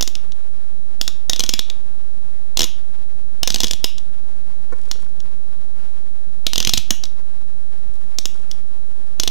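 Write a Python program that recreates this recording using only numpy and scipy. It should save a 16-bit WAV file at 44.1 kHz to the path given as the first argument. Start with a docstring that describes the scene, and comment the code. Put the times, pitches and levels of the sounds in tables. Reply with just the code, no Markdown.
"""Sharp clicks come in ratchet-like runs and ring on in a small room, over faint air noise and hum.
A knotted string is pulled through the fingers; at each knot a button snaps back on its rubber band
and hits a plastic bottle cap. Between runs come deep soft bumps, the rub of the string and finger
taps on a table. The clicks overload a close microphone; a DC bias makes its right channel clip
lopsidedly, which adds a low thump."""
import sys
import numpy as np
from scipy import signal
from scipy.fft import rfft, irfft
from scipy.io import wavfile
from scipy.ndimage import uniform_filter1d

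SR = 44100
rng = np.random.default_rng(int(sys.argv[2]) if len(sys.argv) > 2 else 0)


def put_to_file(sound):
    """Save the sound as 16-bit audio at rate SR, in the file named by the first command-line argument."""
    columns = np.atleast_2d(sound).T  # one column per channel
    safe = np.clip(columns, -1, 1)
    whole_steps = np.round(safe * 32767)
    wavfile.write(sys.argv[1], SR, whole_steps.astype(np.int16))


N = 410130

# impacts of button on cap: (time [s], blow level [dB], brightness [dB/octave])
CLICK_EVENTS = [(0.0098, 1.5, -0.5), (0.0257, 2.5, 7), (.0764, -1.5, -3.5), (0.1537, -9, -4),
                (0.321, -20.5, -4), (1.0133, 4, 1), (1.0787, 0.5, 3.5), (1.2967, 8, -2), (1.333, 0.5, -5),
                (1.362, -6.5, 0), (1.395, 3, 5), (1.4049, 4, -1.5), (1.4377, 1, -2), (1.4636, -10.5, -1),
                (1.4921, 5.5, 0), (1.5377, 5.5, -11), (1.5927, 2.5, -4.5), (1.7005, -7, -5.5),
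                (2.5724, 5.5, -3), (2.593, 7, 1.5), (2.6066, 5.5, -5), (2.6179, 3.5, 3), (2.632, 2.5, 1),
                (2.6414, 4, 2.5), (3.432, 3.5, -1.5), (3.475, 6.5, 7), (3.4789, -3, -12), (3.5038, 3, -1),
                (3.5229, -8, -3), (3.5441, 7, -1.5), (3.56, -0.5, -4), (3.585, -12, -1),
                (3.6042, 6.5, -3.5), (3.615, -7, -2), (3.6341, 3, 0), (3.643, 4.5, -1.5), (3.6703, -5, -3),
                (3.6826, -7.5, 0), (3.7106, 3.5, -0.5), (3.7344, -3, 2.5), (3.8431, 8, 3),
                (3.9824, -14.5, 1), (4.914, -1, -4), (5.2036, -21.5, 3), (6.4668, 5.5, -6.5),
                (6.5338, 2, .5), (6.558, 2, -9), (6.58, 5.5, -2), (6.603, 4.5, -2.5), (6.6275, -3.5, -4),
                (6.649, 4.5, -5.5), (6.6726, 7.5, 0), (6.6939, 6, -3), (6.7358, 10.5, -0.5),
                (6.7413, -3, -9), (6.7745, 1, -5), (6.7775, 4, 5), (6.9063, 9.5, 1), (7.0375, -6.5, 0.5),
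                (7.0546, -15.5, 1), (8.186, 0.5, -1.5), (8.2559, 0, 1), (8.514, -9, -2), (9.1988, 4.5, 0.5),
                (9.2348, 2.5, 3), (9.276, 2, -7), (9.2786, 0.5, -3)]
# spectrum of the crack, with two broad humps: (frequency [Hz], relative level [dB])
CRACK_SPECTRUM = [(300, -48.5), (1200, -30), (2300, -13), (2900, -1), (3400, 3), (4000, 3), (4450, -1.5),
                  (5000, 2), (5900, 3.5), (7000, -2.5), (8300, -15), (10300, -19), (12200, -16.5),
                  (15500, -25.5)]
# modes of the cap: (frequency [Hz], level [dB], t60 [s])
CAP_MODES = [(2945, -30, .016), (3290, -27, .016), (3620, -26, .016), (5846, -27, .010)]
# reflections from hand, table and wall: (delay [s], level [dB])
EARLY_ECHOES = [(.0015, -34), (.0029, -14), (0.015, -29)]
# reverberation time of the room: (frequency [Hz], t60 [s])
ROOM_T60 = [(300, 0.086), (1500, 0.19), (3300, 0.36), (6000, 0.28), (10000, 0.2), (15000, 0.2)]
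# colour of the reverberation: (frequency [Hz], relative level [dB])
ROOM_SPECTRUM = [(300, 12), (2000, 6), (2900, 1), (3700, -2.5), (4500, -6), (7000, -2), (10000, 4.5),
                 (15000, 2.5)]
# still air in the room: (frequency [Hz], relative spectral density [dB])
AIR_SPECTRUM = [(12, -24.5), (33, -31), (60, -38), (100, -41), (180, -44.5), (300, -48.5), (400, -52),
                (650, -53.5), (1000, -56), (2000, -62), (4000, -65), (8000, -70), (13000, -71.5),
                (15500, -78)]
# left-right likeness of the air noise: (frequency [Hz], correlation [0-1])
AIR_CORRELATION = [(60, 0.92), (130, 0.91), (1400, 0.96), (3000, 0.34), (15000, 0.13)]
# steady hum in the room: (frequency [Hz], rms level [dB])
HUM_TONES = [(145, -59.5), (376, -66), (432, -68), (877.5, -68.5), (1593, -72.5)]
# thin electrical whine: (frequency [Hz], rms level [dB])
WHINE_TONES = [(3898, -68), (7800, -79)]
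# deep soft bumps: (time [s], envelope peak [dB], frequency [Hz])
BUMP_EVENTS = [(.31, -39, 40.6), (4.715, -36, 45), (7.865, -25.5, 30.4), (7.925, -30, 32)]
# string sliding between the fingertips: (start [s], end [s], level [dB])
STRING_SLIDES = [(4.72, 5.14, -57), (7.88, 8.16, -66), (8.3, 8.472, -59)]
# fingers knocking and brushing on the table: (time [s], peak level [dB])
FINGER_TOUCHES = [(4.7243, -24), (4.731, -26), (4.791, -36.5), (4.877, -37), (4.956, -35), (4.989, -37),
                  (5.03, -36.5), (5.064, -40.5), (8.352, -38.5), (8.402, -39)]
# modes of the table top: (frequency [Hz], relative level [dB], t60 [s])
TABLE_MODES = [(388, -19, 0.04), (498, 7, 0.019), (740, 2, 0.012), (1050, 4.5, 0.013), (1420, 1.5, 0.016),
               (1800, -4.5, 0.019), (2200, -8.5, 0.039)]
# DC bias of the left and right channels: (offset [full scale])
DC_BIAS = [
    [-.027],
    [.314],
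]


def amp(db):
    """Converts decibels to an amplitude ratio."""
    return 10 ** (np.asarray(db) / 20)


def unit_rms(x):
    """Normalises a signal to unit mean power."""
    return x / np.sqrt(np.mean(x ** 2) + 1e-20)


def curve_at(points, hz):
    """Interpolates a table on a log-frequency axis."""
    frequency, value = np.transpose(points)
    return np.interp(np.log(hz + 1), np.log(frequency), value)


def add(mix, start_s, sound):
    """Superposition: sums a sound into the mix from a given time."""
    part = mix[max(round(start_s * SR), 0):][:len(sound)]
    part += sound[:len(part)]


def band_pass(x, low_hz, high_hz, order=2):
    """Causal filtering attenuates frequencies outside the band."""
    return signal.sosfilt(signal.butter(order, [low_hz, high_hz], "band", fs=SR, output="sos"), x)


def minimum_phase(gain):
    """Minimum phase gives the most compact causal pulse with this magnitude spectrum."""
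    size = 2 * (len(gain) - 1)
    log_gain = np.log(np.r_[gain, gain[-2:0:-1]] + 1e-5)
    return np.fft.ifft(np.exp(signal.hilbert(log_gain).conj())).real[:size // 2]


def cap_impact(bright_db, chatter_db=-15, chatter_t60=.009):
    """Impact excitation: a blow and the chatter of the button's rim make a crack; the cap's modes ring."""
    hz, t = np.fft.rfftfreq(2048, 1 / SR), np.arange(1024) / SR
    octaves = np.log2(np.clip(hz, 3000, 6000) / np.sqrt(3000 * 6000))
    tilt_db = np.clip(bright_db, -7, 7) * octaves
    crack = minimum_phase(amp(curve_at(CRACK_SPECTRUM, hz) + tilt_db))
    force = rng.standard_normal(len(t)) * amp(chatter_db - 60 * t / chatter_t60)
    force[0] = 1  # the blow itself
    mode_hz, db, t60 = np.transpose(CAP_MODES)[:, :, None]
    spot = np.cos(2 * np.pi * rng.random((len(CAP_MODES), 1)))  # the point of impact weights each mode
    ring = (spot * amp(db - 60 * t / t60) * np.sin(2 * np.pi * mode_hz * t)).sum(0)
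    return 2 * np.convolve(force, crack / np.linalg.norm(crack))[:len(t)] + ring


def dull_thud(hz, t60=0.025, edge_ratio=1.72):
    """Damped band-limited noise: the short, dull low thud that comes with each click."""
    t = np.arange(2048) / SR
    burst = rng.standard_normal(len(t)) * amp(-60 * t / t60)
    thud = band_pass(burst, hz / edge_ratio, hz * edge_ratio, order=1)
    return thud / abs(thud).max()


def run_buildup(fade_s=0.093, scale_db=8):
    """Leaky integration of earlier clicks: 0 after a pause, towards 1 in a quick, loud run."""
    times, blow_db, _ = np.transpose(CLICK_EVENTS)
    elapsed = times[:, None] - times
    recent = ((elapsed > 0) * amp(blow_db) * np.exp(-abs(elapsed) / fade_s)).sum(1)
    return 1 - np.exp(-recent / amp(scale_db))


def button_clicks(level_db=-1, rebound_s=.0024, pause_hz=577, run_hz=106.3):
    """Inelastic collision: each knot lets the button hit the cap and rebound once, weaker."""
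    out = np.zeros(N)
    scatter = rng.uniform(-1.1, 1, (len(CLICK_EVENTS), 4))
    for (start, blow_db, bright_db), buildup, chance in zip(CLICK_EVENTS, run_buildup(), scatter):
        late, lively, loud, high = chance
        hit_db = level_db + blow_db
        chatter_db = -15.5 + 0.3163 * blow_db  # a harder blow chatters more
        add(out, start, amp(hit_db) * cap_impact(bright_db, chatter_db))
        rebound_db = hit_db - 13 + 4 * lively
        add(out, start + rebound_s + .0009 * late, amp(rebound_db) * cap_impact(bright_db))
        # the thud is hollow after a pause, lower and stronger in quick runs
        thud_db = hit_db - 29.5 + 4 * buildup + 3 * loud
        thud_hz = pause_hz * (run_hz / pause_hz) ** buildup * 2 ** (0.52 * high)
        add(out, start, amp(thud_db) * dull_thud(thud_hz))
    return out


def room(x, wet_db=-11, build_s=0.00057):
    """Reverberation: near surfaces give single echoes, and a diffuse tail decays band by band."""
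    t = np.arange(SR) / SR
    hz, frame_s, spectra = signal.stft(rng.standard_normal(SR), SR, nperseg=256)
    decay_db = 60 * frame_s / curve_at(ROOM_T60, hz)[:, None]
    spectra *= amp(curve_at(ROOM_SPECTRUM, hz)[:, None] - decay_db)
    tail = signal.istft(spectra, SR, nperseg=256)[1][:SR] * (1 - np.exp(-t / build_s))
    response = amp(wet_db) * tail / np.linalg.norm(tail)
    response[0] += 1  # direct sound
    for delay, db in EARLY_ECHOES:
        add(response, delay, amp([db]))
    return signal.fftconvolve(x, response)[:N]


def air(level_db=-42, flicker_db=3.0, flicker_hz=24, low_hz=700, high_hz=6500):
    """Partial coherence: the channels share rumble and some faint hiss, whose middle band flickers."""
    hz = np.fft.rfftfreq(N, 1 / SR)
    left, independent = rfft(rng.standard_normal((2, N)))
    correlation = curve_at(AIR_CORRELATION, hz)
    right = correlation * left + np.sqrt(1 - correlation ** 2) * independent
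    spectra = np.array([left, right]) * amp(curve_at(AIR_SPECTRUM, hz))
    middle = hz ** 2 / (hz ** 2 + low_hz ** 2) / (1 + (hz / high_hz) ** 2)
    flicker = unit_rms(irfft(rfft(rng.standard_normal(N)) / (1 + (hz / flicker_hz) ** 2) ** 2, N))
    steady = irfft(spectra * (1 - middle), N)
    flickering = irfft(spectra * middle, N) * amp(flicker_db * flicker)
    return amp(level_db) * unit_rms(steady + flickering)


def hum(waver_hz=1.19):
    """Random frequency modulation: a low hum and a thin electrical whine waver slightly in pitch."""
    tones = HUM_TONES + WHINE_TONES
    wavers = unit_rms(uniform_filter1d(rng.standard_normal((len(tones), N)), size=3000))
    out = np.zeros(N)
    for (hz, db), waver in zip(tones, wavers):
        phase = 2 * np.pi * np.cumsum(hz + waver_hz * waver) / SR
        out += amp(db) * np.sqrt(2) * np.sin(phase)
    return out


def bumps(length_s=0.05):
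    """Tone bursts near the lower limit of hearing: a couple of slow cycles, felt more than heard."""
    out, t = np.zeros(N), np.arange(0, length_s, 1 / SR)
    for start, db, hz in BUMP_EVENTS:
        add(out, start, -amp(db) * np.hanning(len(t)) * np.sin(2 * np.pi * hz * t))
    return out


def string_rub(slips_per_s=500):
    """Stick-slip friction: fibres catch and release on the skin in a faint, grainy rub."""
    out = np.zeros(N)
    strength = rng.exponential(1, N) * rng.standard_normal(N)
    slips = strength * (rng.random(N) < slips_per_s / SR)
    rub = band_pass(slips, low_hz=1500, high_hz=9000)
    for start, end, db in STRING_SLIDES:
        part = rub[round(start * SR):round(end * SR)]
        add(out, start, amp(db) * unit_rms(part) * signal.windows.tukey(len(part), .5))
    return out


def finger_taps(contact_s=0.0021, scuff_db=-12):
    """Modal resonance: soft contacts excite the table top's damped modes, with a little scuff of skin."""
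    out, t = np.zeros(N), np.arange(SR // 10) / SR
    hz, db, t60 = np.transpose(TABLE_MODES)[:, :, None]
    table_ring = (amp(db - 60 * t / t60) * np.sin(2 * np.pi * hz * t)).sum(0)
    for start, peak_db in FINGER_TOUCHES:
        force = rng.standard_normal(len(t)) * np.exp(-t / contact_s)
        tap = signal.fftconvolve(force, table_ring)
        add(out, start, amp(peak_db) * tap / abs(tap).max())
        add(out, start, amp(peak_db + scuff_db) * band_pass(force, low_hz=800, high_hz=7000))
    return out


def scene():
    """Superposition: toy and fingers reach one point through the room, over bumps, air and hum."""
    return room(button_clicks() + finger_taps() + string_rub()) + bumps() + air() + hum()


def record(dry, ceiling=.47, knee=6.7, cutoff_hz=15900):
    """Asymmetric saturation: clipping a biased input partly rectifies it into bass; a low-pass follows."""
    bias = np.array(DC_BIAS)
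    driven = dry + bias
    clipped = driven / (1 + abs(driven / ceiling) ** knee) ** (1 / knee)
    swing = clipped - np.median(clipped, axis=1, keepdims=True)
    low_pass = signal.firwin(255, cutoff_hz, window=("kaiser", 8), fs=SR)
    return bias + signal.oaconvolve(swing, low_pass[None], "same")


dry = scene()
out = record(dry)
put_to_file(out)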